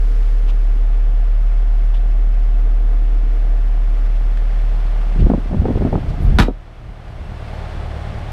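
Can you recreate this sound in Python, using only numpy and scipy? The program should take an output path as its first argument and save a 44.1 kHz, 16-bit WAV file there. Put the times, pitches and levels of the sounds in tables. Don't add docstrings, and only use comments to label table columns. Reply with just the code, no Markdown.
import sys
import numpy as np
from scipy import signal
from scipy.fft import rfft, irfft, next_fast_len
from scipy.io import wavfile
from scipy.ndimage import uniform_filter1d, minimum_filter1d, map_coordinates

SR = 44100
rng = np.random.default_rng(int(sys.argv[2]) if len(sys.argv) > 2 else 0)


def unload_wav(signal):
    wavfile.write(
        sys.argv[1],
        SR,
        np.round(np.clip(np.atleast_2d(signal).T, -1, 1) * 32767).astype(np.int16),
    )


N = 366912

# t/s, position (0 in the cab - 1 outside)
OUTSIDE = [(0, 0.053), (2.9, 0.034), (4.1, 0.31), (5, 0.63), (6.4, 0.68), (7.8, 0.97)]
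# start t/s, length/s, flow level/dB, stray eddy rate/(1/s)
GUSTS = [(5.199, .14, -14, 18), (5.52, .1, -17.5, 20), (5.645, 0.14, -17.5, 50), (5.81, .17, -17.5, 40),
         (6.03, .09, -19, 0), (6.209, .17, -14.5, 0), (6.788, .12, -23.5, 0), (7.09, .26, -27.5, 0),
         (7.755, .1, -25.5, 0), (8.09, .18, -28.5, 0)]
SHUT_S, SEAL_S = 6.401, 0.19


def amp(db):
    return 10 ** (np.asarray(db) / 20)


def unit(x):
    return x / np.sqrt(np.mean(x ** 2) + 1e-20)


def along(points, hz):
    f, v = np.transpose(points)
    return np.interp(np.log(hz + 1), np.log(f + 1), v)


def curves(rows):
    s, *cols = np.transpose(rows)
    return [np.interp(np.arange(N) / SR, s, c) for c in cols]


def ramp(s, length):
    return np.clip((np.arange(N) / SR - s) / length, 0, 1)


def wobble(rate):
    coarse = np.arange(0, N + 64, 64)
    knots = rng.standard_normal(int(N * rate / SR) + 4)
    smooth = map_coordinates(knots, [coarse * rate / SR])
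    return np.interp(np.arange(N), coarse, smooth)


def filtered(x, response):
    m = next_fast_len(len(x) + 8192)
    return irfft(rfft(x, m) * response(np.fft.rfftfreq(m, 1 / SR)), m)[:len(x)]


def coloured(x, spectrum):
    return unit(filtered(x, lambda hz: amp(along(spectrum, hz))))


def band(count, centre_hz, width_hz):
    def peak(hz):
        detuning = (hz - centre_hz ** 2 / (hz + 1)) / width_hz
        return 1 / (1 + detuning ** 2)

    return unit(filtered(rng.standard_normal(count), peak))


def add(track, s, sound):
    part = track[round(s * SR):][:len(sound)]
    part += sound[:len(part)]


def window_hiss():
    # f/Hz, relative level/dB
    hiss_spectrum = [(500, -31), (1500, 3.5), (5000, -4), (8000, -11.5), (12500, -14), (15300, -19)]
    start_db, fade_s = -53.5, 0.73
    fade = np.exp(-(np.arange(N) / SR / fade_s) ** 2)
    return amp(start_db) * fade * coloured(rng.standard_normal(N), hiss_spectrum)


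def wind():
    # f/Hz, relative level/dB
    buffet_spectrum = [(10, -13.5), (25, 1), (50, 2.5), (100, -3), (170, -10.5), (260, -19.5), (450, -27.5),
                       (900, -63.5), (2500, -120)]
    breeze_db = -35
    attack_s, release_s = 0.028, 0.03
    t = np.arange(N) / SR
    flow = amp(breeze_db) * curves(OUTSIDE)[0] ** 2
    for s, length, db, _ in GUSTS:
        early, late = np.maximum(s - t, 0), np.maximum(t - s - length, 0)
        gust = amp(db) * np.exp(-early / attack_s - late / release_s)
        flow = np.maximum(flow, gust)
    return flow * amp(2.05 * wobble(25)) * coloured(rng.standard_normal(N), buffet_spectrum)


def puffs():
    # t/s, peak level/dB
    swirls = [(5.219, -10), (5.252, -9), (5.601, -4), (5.637, -9), (5.760, -6.5), (6.251, -6), (6.352, -8)]
    pulse_s = 0.0048
    out = np.zeros(N)
    t = np.arange(-SR // 20, SR // 20) / SR
    u = (t / pulse_s) ** 2
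    for s, db in swirls:
        add(out, s + t[0], amp(db) * (2 * u - 1) * np.exp(-u))
    return out


def eddy(db, wake_s):
    # f/Hz, relative level/dB
    eddy_spectrum = [(35, -19), (130, -1), (260, 2), (480, -5.5), (840, -15), (1200, -25), (1800, -39),
                     (3000, -55), (6000, -120)]
    jolt_db, db_per_octave = 20, 40
    t = np.arange(SR // 16) / SR
    wake = rng.standard_normal(len(t)) * np.exp(-t / wake_s)
    jolt = rng.choice([-1, 1]) * amp(jolt_db) * (t == 0)
    pitch = 2 ** (db / db_per_octave)
    shifted = [(hz * pitch, level) for hz, level in eddy_spectrum]
    swirl = coloured(np.pad(jolt + wake, (SR // 200, 0)), shifted)
    return amp(db) * swirl / np.abs(swirl).max()


def eddies():
    # t/s, peak level/dB, wake time constant/s
    strong_eddies = [(5.161, -16, .003), (5.263, -14, .003), (5.270, -6, .002), (5.301, 1, .006),
                     (5.317, -4.5, .003), (5.337, -5, 0.0055), (5.347, -8, 0.0065), (5.378, -10, .016),
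                     (5.459, -20, .003), (5.513, -13.5, 0.011), (5.532, -10.5, .008), (5.546, -8.5, 0.0041),
                     (5.620, -14, .005), (5.645, -11.5, .005), (5.655, -5, 0.0055), (5.684, -8.5, 0.017),
                     (5.706, -6.5, 0.0087), (5.755, -10, .008), (5.773, -9, 0.0099), (5.810, -10, 0.0049),
                     (5.820, -7.5, 0.0093), (5.851, -5, .01), (5.868, -13, .004), (5.929, -8, 0.012),
                     (5.955, -6, .005), (5.978, -11, 0.0085)]
    stray_db, scatter_db, stray_wake_s = -17.5, 3, 0.009
    out, breaks = np.zeros(N), list(strong_eddies)
    for s, length, _, rate in GUSTS:
        count = round(length * rate)
        for k in range(count):
            when = s + length * (k + rng.random()) / count
            breaks.append((when, stray_db + rng.normal(0, scatter_db), stray_wake_s))
    for s, db, wake_s in breaks:
        add(out, s - .005, eddy(db, wake_s))
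    return out


def brushes():
    # t/s, level before the envelope/dB, centre f/Hz, bandwidth/Hz, Gaussian time scale/s
    scuffs = [(.49, -44, 1000, 600, .014), (.495, -43, 2900, 1800, .019), (1.943, -37, 720, 400, .006),
              (1.949, -45.5, 3100, 1300, .011), (1.97, -50, 3400, 900, .013),
              (5.205, -44, 2800, 1700, .014), (6.1, -51.5, 4300, 2600, .016),
              (6.235, -59, 11000, 5500, .028)]
    slip_db, slips_per_s = 2.5, 500
    out = np.zeros(N)
    t = np.arange(-SR // 10, SR // 10) / SR
    for s, db, centre_hz, width_hz, length in scuffs:
        slips = amp(slip_db * np.tanh(wobble(slips_per_s)[:len(t)]))
        cloth = unit(slips * band(len(t), centre_hz, width_hz))
        add(out, s + t[0], amp(db) * cloth * np.exp(-(t / length) ** 2))
    return out


def door():
    # t/s, crack level/dB, clash level/dB, peak tone level/dB
    contacts = [(6.3864, -3.5, -5, -19), (6.3995, -7.5, -4, -16), (6.4083, -14, -12, -25),
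                (6.4225, -11, -11, -25), (6.446, -25, -26, -33), (6.4665, -29, -30, -37)]
    # f/Hz, relative level/dB
    clash_spectrum = [(40, -12), (110, 4), (250, 6), (450, -2), (850, -3), (1450, -3), (2100, -10.5),
                      (2700, -12), (3700, -12.5), (5500, -22), (8000, -28.5), (12000, -36.5), (15300, -45)]
    # f/Hz, relative level/dB
    crack_spectrum = [(300, -10), (1000, 4), (2200, -4), (3500, 0.5), (5000, -14), (8000, -21.5),
                      (12000, -28), (15300, -37.5)]
    # f/Hz, relative level/dB
    slam_peaks = [(242, -9), (522, -7), (791, 1.5), (843, 2.5), (964, -5), (1193, -4.5), (1288, 0),
                  (1448, -6.5), (1572, -9), (1695, -9), (1960, -12), (2289, -11.5), (2427, -10.5),
                  (2635, -13), (2843, -12), (2993, -13.5), (3185, -15), (3478, -11), (3862, -10),
                  (5270, -20)]
    # f/Hz, t60/s
    decay_times = [(200, 0.28), (700, 0.09), (2000, 0.115), (6000, 0.1), (14000, 0.14)]
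    # t/s, relative level/dB
    seal_bounces = [(6.482, 1.5), (6.494, -7), (6.505, -11)]
    # f/Hz, relative level/dB, t60/s
    knock_tones = [(203, -5.5, 0.06), (284, -3, 0.045), (386, -7.5, 0.04), (497, -5, 0.035),
                   (590, -11, 0.04), (722, -15, 0.04), (915, -18, .03), (1240, -15, 0.021)]
    crack_s = 0.0014
    rattle_db, rattles_per_s = 3, 450
    tones_longer = 1.27
    thump_db, thump_hz, thump_t60 = 5.5, 40.1, 0.37
    bend_hz, bend_s = 220, .0035
    out = np.zeros(N)
    t = np.arange(SR // 2) / SR

    def tone(hz, db, t60):
        level_db = db + rng.normal(0, 1.5) - 60 * t / t60
        return amp(level_db) * np.sin(2 * np.pi * (hz * t + rng.random()))

    for s, crack_db, clash_db, tones_db in contacts:
        hz, when, z = signal.stft(coloured(rng.standard_normal(len(t)), clash_spectrum), SR, nperseg=128)
        decay = amp(-60 * when / along(decay_times, hz)[:, None])
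        clash = signal.istft(z * decay, SR, nperseg=128)[1][:len(t)]
        rattle = amp(rattle_db * wobble(rattles_per_s)[:len(t)])
        crack = coloured(rng.standard_normal(len(t)), crack_spectrum) * np.exp(-(t / crack_s) ** 2)
        tones = sum(tone(f, db, tones_longer * along(decay_times, f)) for f, db in slam_peaks)
        contact = amp(crack_db) * crack + amp(clash_db) * clash * rattle + amp(tones_db) * tones
        add(out, s, contact * (1 - np.exp(-t / 0.00021)))
    cycles = thump_hz * t + bend_hz * bend_s * (1 - np.exp(-t / bend_s))
    thump = -amp(thump_db - 60 * t / thump_t60) * np.sin(2 * np.pi * cycles)
    add(out, SHUT_S, thump * (1 - np.exp(-t / 0.0005)))
    for s, db in seal_bounces:
        knock = sum(tone(*row) for row in knock_tones)
        add(out, s, amp(db) * knock * (1 - np.exp(-(t / 0.0017) ** 2)))
    return out


def crank():
    # t/s, firing rate f/Hz
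    idle_speed = [(0, 36.9), (.7, 36.3), (1.1, 37.1), (1.5, 37.3), (3.1, 37.4), (3.9, 36.8), (4.5, 37.2),
                  (6.4, 37.2), (6.9, 37.6), (7.4, 37.1), (8.3, 37.1)]
    return np.cumsum(curves(idle_speed)[0] * (1 + .003 * wobble(9))) / SR


def cab_air(firings):
    # f/Hz, bandwidth/Hz, multiple of the firing rate, hum's share of the power (0-1),
    # antinode level/dB, time at an antinode t/s, time between antinodes/s
    air_modes = [(275, 130, 7.75, .2, -47, 3.1, 3.2), (452, 80, 12.25, .4, -49, .2, 2.9),
                 (685, 120, 19, .33, -50.5, 2.4, 4.6)]
    waver_db, node_db = 3, -12
    t, out = np.arange(N) / SR, np.zeros(N)
    for hz, width, multiple, share, db, antinode_s, spacing_s in air_modes:
        hum = unit(amp(waver_db * wobble(8)) * np.sin(2 * np.pi * multiple * firings))
        ringing = np.sqrt(share) * hum + np.sqrt(1 - share) * band(N, hz, width)
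        standing = np.cos(np.pi * (t - antinode_s) / spacing_s)
        out += amp(db) * np.hypot(standing, amp(node_db)) * ringing
    return out * (1 - ramp(SHUT_S, SEAL_S))


def reflections(x, spread, wet_db):
    t = np.arange(SR // 16) / SR
    echoes = rng.standard_normal(len(t)) * np.exp(-t / spread)
    echoes = echoes / np.linalg.norm(echoes)
    wet = amp(wet_db)
    return (x + wet * signal.oaconvolve(x, echoes)[:N]) / np.hypot(1, wet)


def machinery(firings, repeat):
    cycle = rng.standard_normal(4800)
    same = unit(map_coordinates(cycle, [firings / 4 % 1 * len(cycle)], mode="wrap"))
    share = np.clip(repeat, 0, 1)
    return np.sqrt(share) * same + np.sqrt(1 - share) * rng.standard_normal(N)


def valve_taps(firings, life, scatter_db):
    beat = 2 * firings
    which = beat.astype(int)
    own = np.resize(rng.standard_normal(8), 1024)
    size = amp(scatter_db * (own + rng.standard_normal(len(own))))
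    return unit(size[which] * np.exp(-(beat % 1) / life))


def engine(firings):
    # multiple of the firing rate, cab rms level/dB, outside rms level/dB, before waver
    orders_db = [(2, -48.5, -30.5), (3, -45, -33), (4.5, -60, -41.5), (5.75, -62, -50), (7, -56, -57),
                 (11, -67, -50.5), (17.25, -60, -49), (19, -63, -49), (21.75, -69, -54), (29.75, -69, -56)]
    # f/Hz, relative level/dB
    cab_body = [(30, -120), (70, -4), (140, -1), (200, -5), (330, -5.5), (560, -8), (820, -10), (1000, -16),
                (1500, -24), (3000, -120)]
    # f/Hz, relative level/dB
    street_body = [(30, -120), (70, -2), (140, -2), (220, -8), (340, -6), (480, -7), (610, -3), (690, -4.5),
                   (820, -4.5), (1000, -12), (1500, -23), (3000, -120)]
    # f/Hz, relative level/dB
    cab_clatter = [(300, -120), (700, -13.5), (1050, -1), (1400, -0.5), (1800, -2), (2600, -6),
                   (3400, -10.5), (4200, -15), (5500, -18), (7000, -24), (9000, -27), (12500, -30),
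                   (15300, -37.5)]
    # f/Hz, relative level/dB
    street_clatter = [(300, -120), (700, -12.5), (1050, 0), (1600, -0.5), (2100, -3), (3600, -8.5),
                      (4300, -12), (5500, -19), (7000, -24), (9000, -25), (10500, -33), (15300, -41.5)]
    # f/Hz, relative level/dB
    rumble_spectrum = [(8, -11), (18, 1), (30, 8.5), (55, -6.5), (100, -14), (160, -16), (260, -42),
                       (600, -120)]
    outside = np.clip(curves(OUTSIDE)[0], 0, 1)
    blend = outside ** 1.8

    def heard(x, cab, street):
        return unit((1 - blend) * coloured(x, cab) + blend * coloured(x, street))

    def tone(multiple):
        return np.sqrt(2) * np.sin(2 * np.pi * multiple * firings)

    doorway_s, doorway_length_s = 5.17, 0.55
    boom_db = -11.5 - 4.5 * outside - 7.5 * ramp(doorway_s, doorway_length_s) - 7.5 * ramp(SHUT_S, SEAL_S)
    boom = amp(boom_db) * (1 + .04 * np.cos(np.pi * firings)) * tone(1)
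    orders = np.zeros(N)
    for multiple, cab, street in orders_db:
        order_db = cab + outside * (street - cab) + 1.67 * wobble(6)
        orders += amp(order_db) * tone(multiple)
    throb = 1 + 0.095 * np.cos(2 * np.pi * firings)
    body_db = -42.5 + 6.5 * outside + 0.44 * wobble(14)
    body = amp(body_db) * heard(machinery(firings, repeat=0.34) * throb, cab_body, street_body)
    taps = 5.5 + 0.35 * valve_taps(firings, life=0.51, scatter_db=6.0)
    clatter_db = -48.5 + 7 * outside + 0.34 * wobble(12)
    clatter = amp(clatter_db) * heard(machinery(firings, repeat=0.31) * taps, cab_clatter, street_clatter)
    clatter = reflections(clatter, spread=0.013, wet_db=-16)
    tick_noise = coloured(rng.standard_normal(N), [(2000, -30.5), (6000, -5.5), (12000, -3), (15000, -4)])
    tick = amp(-65 + 2.5 * wobble(9)) * np.exp(-(firings % 4) / 0.53) * tick_noise
    rumble = amp(-34.0 - 3.4 * blend) * coloured(rng.standard_normal(N), rumble_spectrum)
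    return boom + orders + rumble + body + clatter + tick


def scene():
    firings = crank()
    air = window_hiss() + wind() + puffs() + eddies()
    return (air + brushes() + door() + cab_air(firings) + engine(firings))[None]


def gain_control(x, limit_db, attack, hold, recover_db):
    wanted = np.minimum(0, limit_db - 20 * np.log10(np.abs(x) + 1e-9))
    size = int(hold * SR) // 2 * 2 + 1
    held = minimum_filter1d(wanted, size, origin=size // 2, mode="nearest")
    climb = recover_db * np.arange(N) / SR
    gain_db = np.minimum.accumulate(held - climb) + climb
    return x * amp(uniform_filter1d(gain_db, int(attack * SR) + 1))


def record(dry):
    x = gain_control(dry[0], limit_db=0.8, attack=0.0049, hold=0.35, recover_db=11)
    x = x / (1 + np.abs(x / .96) ** 8) ** (1 / 8)
    return filtered(x, lambda hz: hz < 15300)[None]


dry = scene()
out = record(dry)
unload_wav(out)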